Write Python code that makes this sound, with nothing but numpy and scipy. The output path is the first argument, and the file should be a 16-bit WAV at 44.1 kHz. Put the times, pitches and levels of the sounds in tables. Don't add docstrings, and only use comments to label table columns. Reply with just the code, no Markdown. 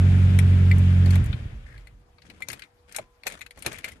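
import sys
import numpy as np
from scipy import signal
from scipy.io import wavfile

SR = 44100
rng = np.random.default_rng(int(sys.argv[2]) if len(sys.argv) > 2 else 0)


def put_to_file(sound):
    columns = np.atleast_2d(sound).T
    safe = np.clip(columns, -1, 1)
    whole_steps = np.round(safe * 32767)
    wavfile.write(sys.argv[1], SR, whole_steps.astype(np.int16))


N = 176400
T = np.arange(N) / SR
HIT_T = T[:SR // 5]


def from_db(db):
    return 10 ** (np.asarray(db) / 20)


def rms_one(x):
    return x / np.sqrt(np.mean(x ** 2) + 1e-20)


def curve(rows):
    return np.interp(T, *np.transpose(rows))


def at_hz(points, hz):
    freqs, values = np.transpose(points)
    return np.interp(np.log(hz), np.log(freqs), values)


def decay(t, t60_s):
    return np.exp(-np.log(1000) * t / t60_s)


def pan(left_db):
    return rms_one(from_db([[left_db / 2], [-left_db / 2]]))


def drift(hz):
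    slow = signal.sosfilt(signal.butter(2, hz, fs=SR / 20, output="sos"), rng.standard_normal(N // 10))
    return np.interp(np.arange(N) / 20, np.arange(N // 20), rms_one(slow[-(N // 20):]))


def add(out, start_s, sound):
    i = int(start_s * SR)
    out[:, i:i + sound.shape[-1]] += sound[..., :max(N - i, 0)]


# freq_hz, correlation
LIKENESS = [(60,1),(130,0.9),(250,0.73),(500,.5),(1000,-0.07),(4000,-0.16),(12000,0.5)]
# freq_hz, left_db
BALANCE = [(60, -1.5), (180, 4), (520, -0.5), (1540, 5.5), (4520, 4.5), (13300, 6)]
def noise(spectrum, flicker_db):
    out, edges = 0, 20 * 2 ** (np.arange(20) / 2)
    white = rng.standard_normal((2, 2, N))
    for k, (low, high) in enumerate(zip(edges, edges[1:])):
        if high > spectrum[0][0] and low < spectrum[-1][0]:
            band = signal.butter(2, [low, high], "band", fs=SR, output="sos")
            mid, side = signal.sosfilt(band, white[k % 2])
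            hz = np.sqrt(low * high)
            alike = at_hz(LIKENESS, hz)
            gain = from_db(at_hz(spectrum, hz) + flicker_db * drift(13.4)) * pan(at_hz(BALANCE, hz))
            out += gain * (np.sqrt(1 + alike) * mid + np.sqrt(1 - alike) * side * [[1], [-1]])
    return rms_one(out)


def burst(resonances, envelope):
    white, out = rng.standard_normal((3, len(HIT_T))), 0
    for k, (hz, width_hz, db) in enumerate(resonances):
        alike = np.clip(at_hz(LIKENESS, hz), 0.01, 1)
        drive = (np.sqrt(alike) * white[2] + np.sqrt(1 - alike) * white[:2]) * envelope
        peak = signal.iirpeak(hz * (1 + .02 * rng.normal()), hz / width_hz, fs=SR)
        out += (-1) ** k * from_db(db + 2.5 * rng.normal()) * signal.lfilter(*peak, drive + 1e-18)
    return out * np.sqrt(np.sum(envelope ** 2) / np.sum(out ** 2, axis=1, keepdims=True))


CONTACT_RISE = 1 - np.exp(-HIT_T / .00059)
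def snap(t60_s):
    return CONTACT_RISE * (decay(HIT_T, t60_s) + from_db(-4) * decay(HIT_T, t60_s=.056))


# time_s, rate_hz
FIRING = [(0,46.13),(.2,46.31),(.48,45.97),(.9,45.47),(1.2,45.5)]
# multiple, level_db
ORDERS = [(1,-15.5),(2,1.5),(3,-11),(4,-12.5),(5,-22),(6,-31.5),(7,-46),(8,-35),(9,-37)]
# freq_hz, level_db
HISS = [(180,-40),(300,-7),(364,-10.5),(441,-9),(747,-15.5),(900,-20),(1590,-13),(2690,-15.5),(4200,-28.5),(5500,-30.5),(9000,-36),(12700,-45),(13800,-52)]
RUMBLE = [(20,-25),(35,-18.5),(80,0),(115,4),(160,-12.5),(225,-3),(300,-23),(500,-38),(1500,-75.5)]
# time_s, level_db
HISS_LEVEL = [(0,-39.5),(1.15,-41),(1.3,-46),(1.45,-51.5),(1.62,-57.5),(1.9,-65.5),(2.15,-104),(4,-110)]
RUMBLE_LEVEL = [(0,-26.5),(1.2,-32.5),(1.5,-43.5),(1.8,-57.5),(2.05,-62.5),(2.4,-73.5),(4,-100)]
def idle(off_s=1.193, fade_s=.042):
    phase = 2 * np.pi * np.cumsum(curve(FIRING)) / SR
    boom = 0
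    for order, db in ORDERS:
        waver = 1 + .065 * abs(order - 2) * drift(5.3)
        boom += from_db(db) * waver * np.sin(order * phase + rng.uniform(0, 2 * np.pi))
    uneven_cylinders = 1 + .029 * (np.sin(phase / 2) + 0.91 * np.sin(phase / 4))
    running = np.exp(-np.maximum(T - off_s, 0) / fade_s)
    hiss = noise(HISS, flicker_db=1) * (1 + 0.086 * np.sin(2 * phase)) * from_db(curve(HISS_LEVEL))
    rumble = noise(RUMBLE, flicker_db=2.5) * from_db(curve(RUMBLE_LEVEL))
    return from_db(-14.5) * rms_one(boom * uneven_cylinders) * running * pan(-1.3) + hiss + rumble


# freq_hz, level_db
ROOM_TONE = [(15, -20.5), (25, -6), (96, -13.5), (125, -27.5), (411, -23.5), (481, -7), (535, -28.5),
             (611, -38), (754, -24), (12400, -48.5), (13800, -58)]
def cabin_tone(whine_hz=485):
    whine = np.sqrt(2) * np.sin(2 * np.pi * whine_hz * T) * (1 + 0.23 * drift(3))
    return from_db(-70) * whine + from_db(-61) * noise(ROOM_TONE, flicker_db=2)


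# pitch_hz, width_hz, level_db
LOCK_BODY = [(574,310,-3),(1190,330,-7.5)]
LOCK_MID = [(1546,420,-7),(2030,330,-0.5),(2346,270,1.5),(2784,600,-6),(3380,600,-7),(4283,480,-6.5)]
LOCK_TREBLE = [(5370,130,-1),(6320,420,0),(7210,430,1.5),(8770,830,1.5),(10340,540,-0.5),(11970,730,-1.5)]
# start_s, gain_db, body_trim_db, treble_trim_db, left_db, t60_s
CLICKS = [(0.3877, -14, -21, -12.5, 8.5, 0.013), (1.059, -26, -10, -17, 21, 0.016),
          (1.1057, -24.5, -20, -11, 14, 0.013), (1.155, -23, -8.5, -14, 8.0, 0.015),
          (2.183, -43, -9, -35, 14, 0.011), (2.219, -39, -30, -26, 6, 0.0081),
          (2.2995, -32.5, -21, -21.5, 16, 0.016), (2.3084, -44, -6, -32, -1, 0.016),
          (2.4046, -47, 5, -8, 15, 0.012), (2.4848, -24.5, -14.5, -3, 15, 0.013),
          (2.5154, -39, -29, 2.5, 9, 0.015), (2.5294, -25.5, -18, -8.5, 11, 0.019),
          (2.5931, -33, -34, -13.5, 11.5, 0.013), (2.9224, -40, -29, -1.5, 11, 0.018),
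          (2.9462, -29, -39, -17, 5, 0.021), (2.9619, -22.5, -39, 0.5, 11.0, 0.014),
          (2.9841, -24, -8.5, -16, 10, 0.019), (3.2337, -31.5, -19, -23, 10, 0.017),
          (3.267, -15.5, -19.5, -12, 9, 0.024), (3.2764, -25.5, -16, -3.5, 22, 0.021),
          (3.299, -34, -17, -10, 6, 0.017), (3.3206, -29.5, -13.5, -9, 12, 0.0095),
          (3.3907, -42.5, -9.5, -9, 14, 0.018), (3.4622, -32, -26, -17, 9, 0.019),
          (3.5076, -31, -22, -15, 7, 0.0087), (3.5739, -39.5, -3, -12, 16, 0.018),
          (3.5895, -53.5, -17, 7.5, 13, 0.018), (3.6226, -28, -23, -4, 10, 0.0091),
          (3.6618, -13, -15, -9.5, 7.0, 0.013), (3.7275, -35.5, -10, -1.5, 32, 0.01),
          (3.7848, -35.5, -24, -4.5, 12, 0.017)]
def lock_clicks():
    out = np.zeros((2, N))
    for start_s, gain_db, body_trim_db, treble_trim_db, left_db, t60_s in CLICKS:
        body = from_db(-3 + body_trim_db) * burst(LOCK_BODY, decay(HIT_T, t60_s=.064))
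        mid = from_db(-7.5) * burst(LOCK_MID, snap(t60_s))
        treble = from_db(-1.5 + treble_trim_db) * burst(LOCK_TREBLE, snap(t60_s))
        add(out, start_s, from_db(gain_db) * (body + pan(left_db) * (mid + treble)))
    return out


# pitch_hz, relative_db, t60_s
KEY_MODES = [(2070,0,.062),(2170,-5,.045),(2310,-3,.05),(3445,-23,.05),(4500,-26,.04),(5310,-29,.045),(7350,-27,.04),(9383,-31,.04),(11970,-27,.02)]
# start_s, pitch_hz, ring_gain_db, tick_gain_db, treble_gain_db, left_db
CLINKS = [(0.7136,2072,-18.5,-29.5,-41.5,6),(0.782,2200,-60,-56,-37.5,13),(1.24,2200,-60,-54,-42.5,10),(1.259,2220,-60,-52,-41.5,13),(1.3283,3224,-35.5,-30,-67,13),(1.778,2070,-54,-46,-58,8),(1.8705,2030,-47.5,-44.5,-52.5,11),(2.421,2104,-23,-31.5,-38,10),(2.5006,2070,-37,-27.5,-35.5,12),(2.62,2150,-36,-34,-48,11),(2.6357,2070,-42,-42,-58,9),(3.409,2066,-40,-39,-45,3),(3.4146,2020,-32.5,-31,-39,12),(3.843,2080,-23,-25,-32,6.5),(3.8756,1870,-43,-45,-63,7),(3.885,2180,-38,-35,-39,12),(3.918,1990,-41,-47,-44,10)]
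def keys():
    out, strike = np.zeros((2, N)), snap(t60_s=.0072)
    for start_s, pitch_hz, ring_gain_db, tick_gain_db, treble_gain_db, left_db in CLINKS:
        ring = 0
        for mode_hz, relative_db, t60_s in KEY_MODES:
            hz = pitch_hz * mode_hz / KEY_MODES[0][0] * (1 + 0.016 * rng.normal())
            swing = np.sin(2 * np.pi * hz * HIT_T + rng.uniform(0, np.pi, (2, 1)))
            ring += from_db(relative_db - 1 + 1.5 * rng.normal()) * decay(HIT_T, t60_s) * swing
        tick = from_db(tick_gain_db) * burst(LOCK_MID, strike)
        tick += from_db(treble_gain_db - 1.5) * burst(LOCK_TREBLE, strike)
        add(out, start_s, pan(left_db) * (from_db(ring_gain_db) * ring * CONTACT_RISE + tick))
    return out


# freq_hz, level_db
SCRAPE = [(240, -31), (400, -26.5), (562, 5.5), (791, -7.5), (1250, -1), (2070, 1.5), (5750, -13.5),
          (7510, -7.5), (12400, -34.5), (13800, -33)]
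HANDLING = [(25,-10),(70,-2.5),(130,-8.5),(250,-9),(500,-20),(1000,-72),(3000,-33)]
# start_s, length_s, scrape_db, handling_db
SLIDES = [(1.05,0.066,-47.5,-60),(1.108,0.042,-40.5,-54),(1.65,0.17,-62.5,-63),(2.224,0.23,-60,-55),(2.469,0.068,-46.5,-52.5),(2.52,0.13,-59.5,-60.5),(2.873,0.05,-57.5,-61),(2.93,0.064,-47,-59),(3.25,0.026,-38,-48),(3.292,0.065,-47.5,-52),(3.396,0.062,-64,-62.5),(3.547,0.09,-57,-55),(3.644,0.021,-33.5,-45),(3.692,0.11,-46,-50.5),(3.829,0.053,-44,-52),(3.902,0.072,-61.5,-51.5)]
def key_scrapes(attack_s=.022, release_s=.021, catches_per_s=220):
    scrape, handling = 0, 0
    for start_s, length_s, scrape_db, handling_db in SLIDES:
        stroke = np.clip((T - start_s) / attack_s, 0, 1)
        stroke *= np.exp(-np.clip((T - start_s - length_s) / release_s, 0, 20))
        scrape += from_db(scrape_db) * stroke
        handling += from_db(handling_db) * stroke
    catches = rng.random(N) < catches_per_s / SR
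    strength = from_db(2.5 * np.minimum(rng.exponential(1, N), 3))
    ticks = signal.lfilter([1], [1, -decay(1 / SR, t60_s=.016)], catches * strength + 1e-18)
    grit = rms_one(1 + rms_one(ticks))
    metal = scrape * grit * noise(SCRAPE, flicker_db=2) * pan(1.6)
    return metal + handling * noise(HANDLING, flicker_db=2.5)


# pitch_hz, level_db, t60_s
CABIN_MODES = [(45,-17,.15),(68,-5,.11),(88,0,.1),(110,-3,.11),(200,-20,.1),(240,-26,.08)]
# start_s, gain_db
STROKES = [(1.211,-8),(1.257,-11),(1.296,-9.5),(1.34,-16.5),(1.4,-19),(1.456,-17),(1.525,-26),(1.588,-32.5),(1.667,-49),(1.754,-35),(1.818,-53),(1.926,-41.5)]
# freq_hz, level_db
ROCK = [(29,-7),(40,5),(55,-1.5),(78,-7)]
# time_s, level_db
ROCK_LEVEL = [(1.15,-70),(1.35,-31),(1.6,-40.5),(1.85,-48.5),(2.05,-58.5),(2.3,-75)]
def run_down(rise_s=.008):
    out, boom = np.zeros((2, N)), 0
    for hz, db, t60_s in CABIN_MODES:
        boom += from_db(db) * decay(HIT_T, t60_s) * np.sin(2 * np.pi * hz * HIT_T)
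    boom *= 1 - np.exp(-HIT_T / rise_s)
    for start_s, gain_db in STROKES:
        add(out, start_s, from_db(gain_db) * boom * pan(-1.3))
    return out + from_db(curve(ROCK_LEVEL)) * noise(ROCK, flicker_db=-1.5)


# pitch_hz, width_hz, level_db
SQUEAK = [(1750,250,2),(2160,270,-8)]
def squeak(start_s=1.662, length_s=.11, slip_hz=52):
    out = np.zeros((2, N))
    slips = (HIT_T < length_s) * (1 + .5 * np.sin(2 * np.pi * slip_hz * HIT_T))
    add(out, start_s, from_db(-55.5) * pan(5.1) * burst(SQUEAK, slips))
    return out


# pitch_hz, width_hz, level_db
KNOCK = [(517,54,-12.5),(620,77,-6.5),(810,99,-20)]
THUD = [(118.4,17,-2),(236,38,-9.5),(363,84,-11.5)]
# start_s, knock_db, thud_db
CLUNKS = [(2.485,-44,-43.5),(2.984,-27.5,-44.5),(3.26,-32,-50),(3.661,-34,-33)]
def barrel_clunks(spring_s=2.986, spring_hz=1017):
    out = np.zeros((2, N))
    for start_s, knock_db, thud_db in CLUNKS:
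        knock = from_db(knock_db) * burst(KNOCK, decay(HIT_T, t60_s=.049))
        thud = from_db(thud_db) * burst(THUD, decay(HIT_T, t60_s=.17))
        add(out, start_s, knock + thud)
    add(out, spring_s, from_db(-62) * decay(T, t60_s=1.1) * np.sin(2 * np.pi * spring_hz * T))
    return out


def scene():
    return (idle() + cabin_tone() + lock_clicks() + keys() + key_scrapes()
            + run_down() + squeak() + barrel_clunks())


def record(dry, low_hz=31.2, top_hz=13300):
    dry = signal.sosfilt(signal.butter(3, low_hz, "high", fs=SR, output="sos"), dry)
    return signal.sosfilt(signal.ellip(10, .3, 80, top_hz, fs=SR, output="sos"), dry)


dry = scene()
out = record(dry)
put_to_file(out)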